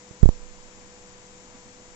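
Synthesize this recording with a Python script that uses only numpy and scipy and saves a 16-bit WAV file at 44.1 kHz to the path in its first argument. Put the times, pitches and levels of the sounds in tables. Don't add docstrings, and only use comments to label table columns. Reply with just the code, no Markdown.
import sys
import numpy as np
from scipy import signal
from scipy.fft import rfft, irfft
from scipy.io import wavfile

SR = 44100
rng = np.random.default_rng(int(sys.argv[2]) if len(sys.argv) > 2 else 0)


def dump_mix(stems):
    frames = np.atleast_2d(stems).T
    limited = np.clip(frames, -1, 1)
    pcm = np.round(limited * 32767).astype(np.int16)
    wavfile.write(sys.argv[1], SR, pcm)


N = 85995


def amp(db):
    return 10 ** (np.asarray(db) / 20)


def add(mix, start_s, sound):
    part = mix[max(round(start_s * SR), 0):][:len(sound)]
    part += sound[:len(part)]


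def noise(spectrum):
    hz = np.fft.rfftfreq(N, 1 / SR)
    point_hz, point_db = np.transpose(spectrum)
    gain = amp(np.interp(np.log(hz + 1), np.log(point_hz + 1), point_db))
    return irfft(rfft(rng.standard_normal(N)) * gain, N) * np.sqrt(SR / 2)


def drift(seconds):
    hz = np.fft.rfftfreq(N, 1 / SR)
    smoothing = np.exp(-(hz * seconds) ** 2) * (hz > 0)
    motion = irfft(rfft(rng.standard_normal(N)) * smoothing, N)
    return motion / (motion.std() + 1e-20)


def friction(strokes, colour):
    envelope = np.zeros(N)
    for start_s, length_s, db in strokes:
        add(envelope, start_s, amp(db) * np.sqrt(np.hanning(round(length_s * SR))))
    return envelope * noise(colour)


def lowpass(stereo, hz):
    taps = signal.firwin(511, hz, window=("kaiser", 9), fs=SR)
    return signal.oaconvolve(stereo, taps[None], "same", axes=1)


# (frequency [Hz], level [dB per Hz])
LEFT_SELF_NOISE = [(20, -75), (60, -98), (150, -85.5), (300, -97.5), (700, -92), (1300, -88.5),
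                   (2200, -87.5), (2900, -92), (4400, -92.5), (5300, -89), (6200, -86.5), (7300, -83),
                   (7700, -86), (8000, -101)]
RIGHT_SELF_NOISE = [(20, -95), (60, -91.5), (150, -126.5), (300, -86.5), (700, -100.5), (1300, -102),
                    (2300, -95.5), (4000, -99), (6000, -102), (7500, -102), (7900, -118)]

def microphone_hiss():
    return np.array([noise(LEFT_SELF_NOISE), noise(RIGHT_SELF_NOISE)])


# (frequency [Hz], level [dB per Hz])
AIR_SPECTRUM = [(20, -86), (60, -86.5), (95, -82), (130, -82), (160, -90), (230, -81), (330, -89),
                (400, -86.5), (600, -87.5), (950, -86.5), (1250, -92.5), (2000, -98.5), (4000, -102),
                (8000, -108)]

def room_air(left_lag_s=0.00021, waver_db=0.7):
    air = noise(AIR_SPECTRUM) * amp(waver_db * drift(seconds=0.025))
    return np.array([np.roll(air, round(left_lag_s * SR)), air])


# (frequency [Hz], left level [dB], right level [dB], rms wander [Hz])
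HUM_TONES = [(194.2, -62.5, -60.5, 4.5), (326, -65, -69, 4.06), (494, -59, -56, 1.46), (700, -82.5, -71, 3),
             (990, -68.5, -71.5, 1)]

def room_hum(wander_s=0.058, waver_db=1.0):
    out = np.zeros((2, N))
    for hz, left_db, right_db, wander_hz in HUM_TONES:
        cycles = np.cumsum(hz + wander_hz * drift(wander_s)) / SR
        tone = np.sqrt(2) * np.sin(2 * np.pi * cycles)
        waver = amp(waver_db * drift(wander_s))
        out += amp([[left_db], [right_db]]) * tone * waver
    return out


# (time [s], length [s], level [dB])
CLOTH_STROKES = [(1.53, 0.048, -73.5), (1.635, 0.085, -79)]
# (frequency [Hz], relative level [dB])
CLOTH_COLOUR = [(40, -18), (110, -28), (250, 8), (400, -28), (1500, -16), (8000, -39)]

def cloth_shuffles():
    return friction(CLOTH_STROKES, CLOTH_COLOUR)


# (frequency [Hz], level [dB per Hz])
RUMBLE_SPECTRUM = [(5, -58), (18, -46.5), (35, -53), (60, -69), (110, -106), (300, -105)]

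def handling_rumble(start_s=0.2, rise_s=0.022, decay_s=0.21, floor_db=-21.5):
    age = np.arange(N) / SR - start_s
    onset = np.clip(age / rise_s, 0, 1)
    fade = np.exp(-np.maximum(age, 0) / decay_s) + amp(floor_db)
    return noise(RUMBLE_SPECTRUM) * onset * fade


# (time [s], length [s], level [dB])
RUB_STROKES = [(0.232, 0.013, -82.5), (.2405, 0.006, -87), (.28, 0.08, -90.5)]
# (frequency [Hz], relative level [dB])
CONTACT_COLOUR = [(500, 8), (3000, -6), (6300, -0.5), (8000, -18)]

def microphone_rubs():
    return friction(RUB_STROKES, CONTACT_COLOUR)


# (time [s], level before overload [dB], direction [+1 push, -1 pull], rise [s], decay [s], tick gain [dB])
MIC_KNOCKS = [ (0.1096, -32, -1, .0008, 0.0063, -42), (0.1133, -31, 1, 0.00089, 0.0032, -66),
              (0.2296, 3, 1, 0.00235, 0.0017, -25), (0.2328, 7.5, -1, 0.00338, 0.0045, -38),
              (0.2567, 4.5, 1, 0.0022, 0.0041, -30), (0.2726, -9, 1, .007, 0.0051, -67),
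              (0.2897, -1.5, -1, 0.00083, 0.0052, -25.5), (0.2945, -17, 1, 0.0073, 0.017, -69.5), ]
# (frequency [Hz], relative level [dB])
TICK_SPECTRUM = [(300, -46), (1600, -34.5), (3000, -43.5), (6000, -43), (8000, -38)]

def microphone_knocks(tick_decay_s=0.001):
    out = np.zeros(N)
    t = np.arange(SR // 8) / SR
    for start_s, db, direction, rise_s, decay_s, tick_db in MIC_KNOCKS:
        rise = np.sin(np.pi / 2 * np.minimum(t / rise_s, 1)) ** 2
        leak = np.exp(-np.maximum(t - rise_s, 0) / decay_s)
        shove = direction * rise * leak
        tick = noise(TICK_SPECTRUM)[:len(t)] * np.exp(-t / tick_decay_s)
        add(out, start_s, amp(db) * shove + amp(tick_db) * tick)
    return out


def scene():
    out = room_air() + microphone_hiss() + room_hum() + cloth_shuffles()
    out[1] += microphone_knocks() + microphone_rubs() + handling_rumble()
    return out


def record(dry, ceiling=0.94, knee=12):
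    narrow = lowpass(dry, hz=8050)
    flattened = narrow / (1 + abs(narrow / ceiling) ** knee) ** (1 / knee)
    return lowpass(flattened, hz=15200)


dry = scene()
out = record(dry)
dump_mix(out)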